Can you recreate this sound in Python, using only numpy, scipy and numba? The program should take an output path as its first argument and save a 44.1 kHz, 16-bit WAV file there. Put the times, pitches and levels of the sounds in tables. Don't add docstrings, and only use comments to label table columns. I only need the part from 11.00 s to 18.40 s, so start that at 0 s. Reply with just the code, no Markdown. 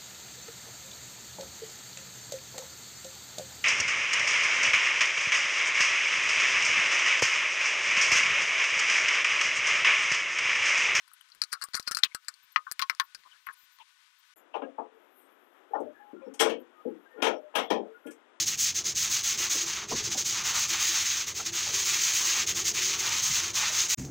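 import sys
import numpy as np
from scipy import signal
from scipy.fft import rfft, irfft
from scipy.io import wavfile
from scipy.ndimage import uniform_filter1d
from numba import njit

SR = 44100
rng = np.random.default_rng(int(sys.argv[2]) if len(sys.argv) > 2 else 0)


def digitize_waveform(pressure):
    field = np.atleast_2d(pressure).T
    bounded = np.clip(field, -1, 1)
    quanta = np.round(bounded * 32767).astype(np.int16)
    wavfile.write(sys.argv[1], SR, quanta)


def level_to_linear(level):
    exponent = np.asarray(level, float) / 20
    return 10 ** exponent


N = 326340
BASS_CUT_HZ = 220.5

# (frequency [Hz], level [dB])
GATE = [(300, -72.5), (1500, -76), (4000, -95.5), (12000, -109.5)]


def spanner():
    speed_up, ring_factor = 4.0, 0.6
    # (time [s], tool ring [dB], socket knock [dB], edge tick [dB])
    ticks = [(.417, -19, -32, -28), (.4369, -25.5, -45, -33), (.5287, -28, -28, -20),
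             (.5347, -27, -32, -34), (.6141, -36, -34, -38.5), (.6385, -34, -34, -19),
             (.6856, -50, -53, -48.5), (.7438, -20.5, -26, -36), (.751, -23, -33, -21),
             (.7728, -38, -30, -28), (.7965, -29, -38, -28), (.8263, -45, -76, -43.5),
             (.878, -25, -36, -24), (.9117, -31, -31, -20), (.9175, -23, -30, -24), (.9478, -26, -38, -22),
             (.9663, -38, -54.5, -41.5), (.9697, -22.5, -28, -22.5), (.9868, -30, -34, -30)]
    # (time [s], tool ring [dB], socket knock [dB], edge tick [dB], contact if brief [ms])
    taps = [(0.078, -59, -50.5, -45), (0.1147, -80, -49.5, -50.5), (.1344, -82, -52, -32.5),
            (.209, -75, -48.5, -42), (.2874, -60, -77, -54), (.3007, -52, -60, -54),
            (0.319, -35.5, -77, -85), (0.3482, -55.5, -51.5, -41), (1.1473, -28, -30.5, -26.5),
            (1.247, -54, -66, -53), (1.283, -27, -29.5, -27), (1.3396, -45, -60, -47.5),
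            (1.7139, -42, -46, -30, .15), (1.7204, -47, -48, -31, .15), (1.949, -55, -60, -50, .15),
            (2.1473, -33, -39, -37), (2.5266, -75, -78, -46)]
    # (time [s], tool ring [dB], socket knock [dB], edge tick [dB], contact [ms])
    slips = [
        (.517, -25, -37, -28, 4),
        (.524, -24, -34, -30, 2),
        (.619, -19, -26, -24, 3),
        (.734, -26, -26, -31, 2.5),
        (.762, -22, -29, -22, 3),
        (.865, -27, -33, -37, 4),
        (.874, -16, -27, -30, 1.5),
        (1.278, -45, -45, -50, 2),
        (.546, -38, -29, -45, 2),
        (.925, -34, -32, -36, 3),
    ]
    # (frequency [Hz], level per Hz [dB])
    tool_spectrum = [(290, -51), (500, -16), (952, -27), (1100, -11), (1410, -4), (2000, -8), (2600, -14),
                     (3700, -16), (4110, 1.5), (4900, 0), (6470, -11.5), (9060, -10), (12300, -21),
                     (14900, -24), (16500, -60)]
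    # (frequency [Hz], level [dB], t60 [s])
    tool_modes = [(1440, -5, .07), (1800, -6, .05), (4250, 4, .06), (4530, 1, .06), (4850, 4, .05),
                  (6080, -6, .05), (7450, -9, .05), (9150, -12, .04)]
    # (time [s], tool ring [dB], wall knock [dB], edge tick [dB], contact if given [ms])
    clacks = [(1.0318, -32.5, -36, -55), (1.0347, -5.5, -24, -27, .33), (1.0448, -23.5, -53, -27.5),
              (1.56, -17, -13, -43), (1.666, -111, -26, -83, 1.5), (1.7931, -20.5, -20, -26),
              (1.8159, -21, -42, -35), (1.8217, -17, -23, -33), (1.8973, -22, -14.5, -26),
              (1.9981, -13, -15.5, -29, .33), (2.2352, -52, -53, -77), (2.4686, -47.5, -26.5, -53),
              (2.4872, -53, -32, -67), (2.7864, -50.5, -51, -55)]
    # (frequency [Hz], level per Hz [dB])
    wall_spectrum = [(290, -63), (500, -2), (764, -24), (1070, -1.5), (2040, 4.5), (2260, -6),
                     (3300, -11.5), (3600, -14), (4110, -10), (7380, -24), (15100, -22.5), (16500, -44)]
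    # (frequency [Hz], level [dB], t60 [s])
    wall_modes = [(1082.5, 16, 0.13), (1336, 4, 0.1), (2070, 2, .05), (2380, 0, .04), (3040, -6, .06),
                  (3330, -2, .04), (4030, -3, .04), (4580, -7, .04)]
    tool = steel(sorted(ticks + taps + slips), tool_spectrum, tool_modes, speed_up, ring_factor, thud_db=-4.5)
    wall = steel(clacks, wall_spectrum, wall_modes, speed_up, ring_factor, thud_db=3)
    return tool + wall


def steel(blows, spectrum, named, speed, ring_factor, thud_db):
    # (frequency [Hz], t60 [s])
    steel_t60 = [(700, 0.28), (1850, 0.09), (4880, 0.073), (12900, 0.068)]
    usual_ms, usual_crack_db, crack_loss_db = 0.4, -16, 7
    glance = 0.067
    out, thud = np.zeros(N), np.zeros(N)
    hz, db, t60 = body(spectrum, named, steel_t60, 17, [], count=420)
    gate = level_to_linear(along(GATE, hz / speed) - 16.5)
    crack_t60 = np.full(len(hz), 0.008)
    in_step = np.pi / 2 - 2 * np.pi * hz * 0.001
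    for s, mid_db, low_db, high_db, *contact in blows:
        ms = max(contact[0], 0.1) if contact else usual_ms
        crack_change_db = -crack_loss_db * np.log2(ms / usual_ms)
        crack_db = usual_crack_db + crack_change_db
        blow_db = max(mid_db, low_db)
        length = ring_factor * level_to_linear(glance * np.clip(-23.5 - blow_db, 0, 15))
        bands_db = np.array([low_db, mid_db, high_db])
        size = struck(hz, db, [900, 2500, 7000, 16000], bands_db, 3.3, 6.5, 4500)
        start, phase = int(s * SR), 2 * np.pi * rng.random(len(hz))
        ring_modes(out, start, hz, size * level_to_linear(-13.5), t60 * length, phase, ms / 1000, gate)
        ring_modes(out, start, hz, size * level_to_linear(crack_db), crack_t60, in_step, 0.0003, gate / 30)
        thud_size = level_to_linear(min(high_db, blow_db + 8) + thud_db + min(crack_change_db, 0))
        thud[start + SR // 1000] += thud_size * np.sign(phase[0] - np.pi)
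    return bass_cut(out, BASS_CUT_HZ * speed) + soft_click(thud)


def splice_clicks():
    # (time [s], level [dB])
    splices = [(.418, -29), (.531, -20), (0.6394, -20), (.6866, -27.5), (0.7463, -10.5), (0.754, -16),
               (.7982, -10.5), (.878, -12.5), (0.9112, -13), (0.9158, -18.5), (0.97, -19), (1.1482, -11.5),
               (1.715, -18), (2.1485, -28)]
    joins = np.zeros(N)
    for s, db in splices:
        joins[int(s * SR)] = level_to_linear(db)
    return soft_click(joins)


def shelf():
    # (time [s], floor boom [dB], panel ring [dB], rail clank [dB], contact rise [ms])
    nudges = [(3.541, -41, -26.5, -34, 1.6), (3.551, -32.5, -40, -30, 5), (3.619, -30, -38, -37.5, 0.84),
              (3.781, -31.5, -30.5, -43, 3.7), (3.923, -51, -59, -70, 3.5), (4.701, -36.5, -51.5, -70, 7.5),
              (4.738, -29.5, -26, -39, 9.4), (4.797, -23.5, -40, -83.5, 2.2), (4.867, -36.5, -75, -74, 1.6),
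              (5.13, -29.5, -59, -65, 0.68), (5.213, -51, -50.5, -44.5, 2.1),
              (5.261, -29.5, -50.5, -46.5, 3.7), (5.337, -47.5, -51, -40.5, 3.8),
              (5.853, -21, -53, -55, 0.63), (7.052, -27.5, -51, -43, 4.2), (7.066, -37, -52, -36, 3.6),
              (7.108, -39, -79, -39, 3.6)]
    # (time [s], floor boom [dB], panel ring [dB], rail clank [dB], contact rise [ms])
    bangs = [(5.392, -25.5, -38, -10, 7.1), (5.404, -16.5, -26.5, -18, 8.8), (5.406, -40, -25, -15.5, 3.6),
             (5.446, -26.5, -28, -20, 10.5), (5.493, -22, -40.5, -22.5, 2.7), (6.154, -39.5, -52, -62, 3.4),
             (6.174, -29.5, -44, -37.5, 9.1), (6.2, -39, -45.5, -37, 2.2), (6.22, -21, -28.5, -14.5, 2.9),
             (6.242, -51, -27.5, -16, 4), (6.266, -23, -27, -19, 0.98), (6.309, -30, -34, -49, 3.3),
             (6.535, -37, -37, -31, 9), (6.551, -27.5, -26.5, -13.5, 4), (6.578, -27, -29, -19, 3),
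             (6.701, -16, -27, -18, 2.9), (6.719, -24, -35, -42, 3.7), (6.759, -28.5, -32, -62, 2.7)]
    # (time [s], level [dB])
    scrapes = [
        (4.799, -61),
        (5.337, -45.5),
        (5.403, -22),
        (7.062, -51.5),
        (7.106, -50),
    ]
    # (frequency [Hz], level per Hz [dB])
    panel_spectrum = [(59, -71), (100, 1), (156, -20), (266, -12), (406, -12.5), (442, -4.5), (547, -4),
                      (836, -3.5), (1870, -27.5), (2040, -34.5), (3250, -29.5), (4570, -33), (8280, -29.5),
                      (12900, -32), (16000, -59)]
    # (frequency [Hz], level [dB], t60 [s])
    panel_modes = [(303.5, -15, 0.17), (447.7, -5, 0.28), (524.4, -12.5, 0.44), (617, -24, 0.3),
                   (703, -20.5, 0.7), (830, 2.5, 0.23), (930, -1, 0.11), (950, -18.5, 0.1),
                   (1031, -5, 0.12), (1290, -23, 0.65), (1420, -15.5, 0.21), (1820, -27, 0.2)]
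    # (frequency [Hz], level [dB], t60 [s])
    sheet_modes = [(1244, -18, .25), (1674, -20, .15), (2165, -33, .2), (2315, -34, .22), (2487, -33, .18),
                   (2900, -31, .16), (3009, -30, .16), (3260, -29, .17), (3520, -33, .17), (3704, -33, .17),
                   (5490, -30, .25)]
    # (centre [Hz], width [Hz], gain [dB])
    panel_peaks = [(3200, 200, 4.5), (5830, 1000, 6.5), (8170, 700, 4), (10500, 700, 1), (11800, 630, 1.5)]
    # (frequency [Hz], t60 [s])
    panel_t60 = [(150, 0.52), (400, 0.46), (1040, 0.3), (2760, 0.23), (7280, 0.17), (13000, .11)]
    out = np.zeros(N)
    hz, db, t60 = body(panel_spectrum, panel_modes + sheet_modes, panel_t60, 18.25, panel_peaks, count=1000)
    gate = level_to_linear(along(GATE, hz))
    blows = []
    for s, boom_db, ring_db, clank_db, rise_ms in sorted(nudges + bangs):
        sizzle_db = -41 + 1.98 * (clank_db + 17.5)
        blows.append((s, boom_db, ring_db, clank_db, sizzle_db, rise_ms))
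    for s, scrape_db in scrapes:
        blows.append((s, -99, -99, scrape_db - 12, scrape_db, 2.6))
    for s, *bands_db, rise_ms in blows:
        size = struck(hz, db, [200, 620, 1150, 4500, 14000], np.array(bands_db), 2.8, 2.5, 2800)
        jitter = 1 + 0.004 * rng.standard_normal(len(hz))
        phase = 2 * np.pi * rng.random(len(hz))
        rise_s = max(rise_ms, 0.2) / 1400
        ring_modes(out, int(s * SR), hz * jitter, size * level_to_linear(-4.5), t60, phase, rise_s, gate)
    return bass_cut(out, BASS_CUT_HZ)


def body(spectrum, named, t60s, named_db, peaks, count):
    lo, hi = np.sqrt(spectrum[1][0]), np.sqrt(spectrum[-1][0])
    root = lo + (hi - lo) * (np.arange(count) + rng.random(count)) / count
    hz = root ** 2
    spacing_hz = 2 * root * (hi - lo) / count
    db = along(spectrum, hz) + 10 * np.log10(spacing_hz)
    db += sum(gain * np.exp(-0.5 * ((hz - f) / (width / 2)) ** 2) for f, width, gain in peaks)
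    t60 = along(t60s, hz) * np.exp(0.036 * rng.standard_normal(count))
    named_hz, level_db, named_t60 = np.transpose(named)
    named_t60 = np.clip(named_t60, 0, 1.4 * along(t60s, named_hz))
    return np.r_[hz, named_hz], np.r_[db, level_db + named_db], np.r_[t60, named_t60]


def struck(hz, db, edges_hz, bands_db, cluster_db, scatter_db, sparse_hz):
    power = []
    for low, high in zip(edges_hz, edges_hz[1:]):
        inside = (hz >= low) & (hz < high)
        power.append(np.sum(level_to_linear(2 * db[inside])) / 2)
    middle_hz = np.sqrt(np.multiply(edges_hz[:-1], edges_hz[1:]))
    share_db = along(np.c_[middle_hz, bands_db - 10 * np.log10(power)], hz)
    cluster = along(np.c_[np.geomspace(100, 16000, num=36), rng.standard_normal(36)], hz)
    single = rng.standard_normal(len(hz)) * np.clip(sparse_hz / hz, 0.15, 1)
    return level_to_linear(db + share_db + cluster_db * cluster + scatter_db * single)


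@njit
def ring_modes(out, start, hz, size, t60, phase, rise_s, gate):
    swell = np.exp(-1 / (rise_s * SR))
    for m in range(len(hz)):
        level, fade = size[m], np.exp(-np.log(1000) / (t60[m] * SR))
        spin, turn = np.exp(1j * phase[m]), np.exp(2j * np.pi * hz[m] / SR)
        wait, i = 1.0, start
        while level > gate[m] and i < len(out):
            wait *= swell
            out[i] += max(level * (1 - wait) ** 2 - gate[m], 0.0) * spin.imag
            level *= fade
            spin *= turn
            i += 1


def lone_rings():
    # (time [s], length [s], frequency [Hz], level [dB])
    rings = [(3.545, .035, 813, -44.5), (3.626, .041, 1637, -43.5), (3.66, .091, 540, -50),
             (3.781, .029, 878, -25), (3.917, .075, 444, -56), (4.734, 0.016, 805, -18),
             (4.863, .073, 598, -34), (4.993, .14, 830, -48.5), (5.158, .066, 1390, -57),
             (5.211, .14, 534, -42.5), (5.453, .13, 2260, -45), (5.57, .071, 512, -43),
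             (5.262, .03, 500, -32), (5.74, .09, 1240, -58), (5.85, 0.052, 482, -22),
             (5.865, .055, 830, -47), (5.9, .08, 330, -40), (6.055, .03, 1600, -56),
             (6.076, .15, 1815, -54), (6.138, .056, 497, -43.5), (6.171, .057, 1420, -43.5),
             (6.365, .15, 604, -45), (6.827, .15, 447, -48), (6.938, .05, 1443, -47),
             (7.04, .078, 1425, -44.5), (7.073, .056, 1700, -56.5)]
    # (time [s], length [s], frequency [Hz], level [dB])
    push_rings = [(5.4, .16, 447, -27), (5.398, .045, 1820, -28), (5.4, .04, 2490, -30),
                  (5.392, .05, 3260, -34), (5.42, .11, 829, -33), (5.44, .07, 1055, -35),
                  (6.22, .05, 490, -28), (6.265, .1, 614, -29), (6.262, .04, 960, -30),
                  (6.23, .06, 3300, -36), (6.548, .05, 490, -28), (6.55, .04, 820, -30),
                  (6.55, .07, 1400, -28), (6.555, .06, 1650, -31), (6.55, .04, 3270, -34),
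                  (6.575, .1, 2170, -42), (6.705, .11, 440, -26), (6.7, .035, 815, -27),
                  (6.72, .1, 612, -33), (6.82, .1, 612, -50)]
    return bursts([(*row, 24) for row in rings + push_rings])


def rattles():
    # (time [s], length [s], frequency [Hz], level [dB], width [Hz])
    parts = [(0.21, 0.0048, 3070, -47.5, 98), (1.034, 0.043, 2896, -26.5, 1200),
             (1.113, .017, 2190, -45.5, 150), (2.249, 0.037, 1080, -55, 250),
             (2.311, 0.022, 3060, -57, 350), (2.318, 0.062, 1550, -62, 385), (2.462, .03, 2210, -50, 1150),
             (2.795, .036, 950, -50, 138), (2.789, 0.044, 2904, -55.5, 1020),
             (3.535, 0.03, 2770, -44.5, 449), (2.481, .038, 1600, -36, 350), (4.935, .11, 1700, -59, 120),
             (4.735, .045, 5500, -78, 500), (5.24, .055, 5400, -77, 200), (6.29, .11, 5550, -70, 350),
             (3.615, .045, 2750, -56, 150), (4.735, .04, 1800, -48, 120), (.335, .085, 350, -80, 900),
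             (1.425, .03, 200, -86, 500), (2.15, .07, 300, -82, 900), (2.62, .03, 300, -85, 700)]
    return bursts(parts)


def rustles():
    # (time [s], length [s], frequency [Hz], level [dB])
    wide_bursts = [(1.423, .034, 13700, -63.5), (1.517, .017, 12600, -57), (1.712, .017, 13200, -38),
                   (2.027, .038, 13800, -63), (2.465, .0096, 11850, -47), (2.526, .021, 11000, -56.5),
                   (2.565, .1, 13600, -66), (2.71, .066, 13800, -67.5), (3.182, .027, 14000, -67),
                   (3.359, .052, 7200, -72), (4.206, .075, 8560, -74.5), (5.591, .037, 13100, -67),
                   (6.57, .115, 13200, -71), (2.005, .02, 13800, -60), (6.571, .14, 3350, -54)]
    return bursts([(*row, 0.088 * row[2]) for row in wide_bursts])


def bursts(rows):
    out = np.zeros(N)
    for s, length_s, hz, db, width_hz in rows:
        fall_db = 0.8 * max(db + 57, 0) * min(length_s / 0.049, 1)
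        t = np.arange(int(length_s * SR)) / SR
        b, a = signal.butter(2, width_hz / SR)
        rim = signal.lfilter(b, a, rng.standard_normal((2, 9000)))[:, -len(t):]
        rim = (rim[0] + 1j * rim[1]) * np.sqrt(SR / width_hz / 2)
        core = np.exp(-width_hz / 55)
        edge = np.clip(np.minimum(t, length_s - t) / min(0.014, length_s / 3), 0, 1)
        hold = edge * level_to_linear(db - fall_db * t / length_s)
        tone = (core + (1 - core) * rim) * np.exp(2j * np.pi * hz * t)
        out[int(s * SR):][:len(t)] += hold * np.imag(tone)
    return out


def rubbing():
    # (time [s], level [dB])
    rub_levels = [(3.36, -67), (3.42, -77.5), (3.46, -96), (3.9, -101), (3.95, -82.5), (4.11, -78),
                  (4.18, -70), (4.3, -79.5), (4.79, -85.5), (5.71, -90), (6.05, -81.5), (6.79, -103),
                  (6.95, -82), (7.14, -82.5), (7.4, -113.5)]
    spectrum = [(4000, -32.5), (6500, -24.5), (9500, -6), (11500, 8.5), (13500, 8.5), (14600, -33.5)]
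    rub_db = np.interp(np.arange(N) / SR, *np.transpose(rub_levels))
    return level_to_linear(rub_db) * hiss(spectrum, 0, 2.75)


def fast_hiss():
    # (frequency [Hz], level per Hz [dB])
    fast_spectrum = [(60, -58), (290, -60), (600, -48), (994, -9), (1240, -10.5), (1290, -6), (1390, -21.5),
                     (1480, 0), (1590, -11.5), (1760, -7), (1890, -9.5), (3660, -10), (12800, -26.5),
                     (13300, -45), (16500, -70)]
    top_flutter = hiss([(12500, -50), (13100, 0), (15600, -6), (15900, -50)], -89, 5)
    return hiss(fast_spectrum, -66.5, 0.93) + top_flutter


def shop_hiss():
    # (frequency [Hz], level per Hz [dB])
    shop_spectrum = [(59, -74.5), (100, -40), (150, -44.5), (220, -10), (371, -1), (408, -4), (1180, -7),
                     (1320, -5), (2270, -15), (3470, -18), (4280, -31), (7350, -33), (8090, -34.5),
                     (9440, -39), (10000, -36), (13000, -69.5), (22000, -120)]
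    return hiss(shop_spectrum, -64.5, 0.65)


def hiss(spectrum, db, flicker_db):
    colour = level_to_linear(along(spectrum, np.fft.rfftfreq(N, 1 / SR)))
    noise = irfft(rfft(rng.standard_normal(N)) * colour, N)
    span = SR // 20
    waver = uniform_filter1d(rng.standard_normal(N), span) * np.sqrt(span)
    return noise * level_to_linear(db + flicker_db * waver) / np.std(noise)


def along(table, hz):
    f, v = np.transpose(table)
    return np.interp(np.log(hz + 1), np.log(f), v)


def bass_cut(x, hz):
    return signal.sosfilt(signal.butter(7, hz, "high", fs=SR, output="sos"), x)


def soft_click(impulses):
    return signal.lfilter([0.1], [1, -0.9], impulses)


def scene():
    cut_s, resume_s = 3.3385, 3.359
    t = np.arange(N) / SR
    before = np.clip((cut_s - t) / 0.0005, 0, 1)
    after = np.clip((t - resume_s) / 0.00077, 0, 1)
    fast = before * (spanner() + splice_clicks() + fast_hiss())
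    slow = after * (shelf() + rubbing() + shop_hiss())
    left = 2 * (fast + slow + lone_rings() + rattles() + rustles())
    return np.array([left, np.zeros(N)])


def band_limit(x):
    return signal.sosfilt(signal.butter(12, 17030, fs=SR, output="sos"), x)


def record(dry):
    return band_limit(dry)


dry = scene()
out = record(dry)
digitize_waveform(out)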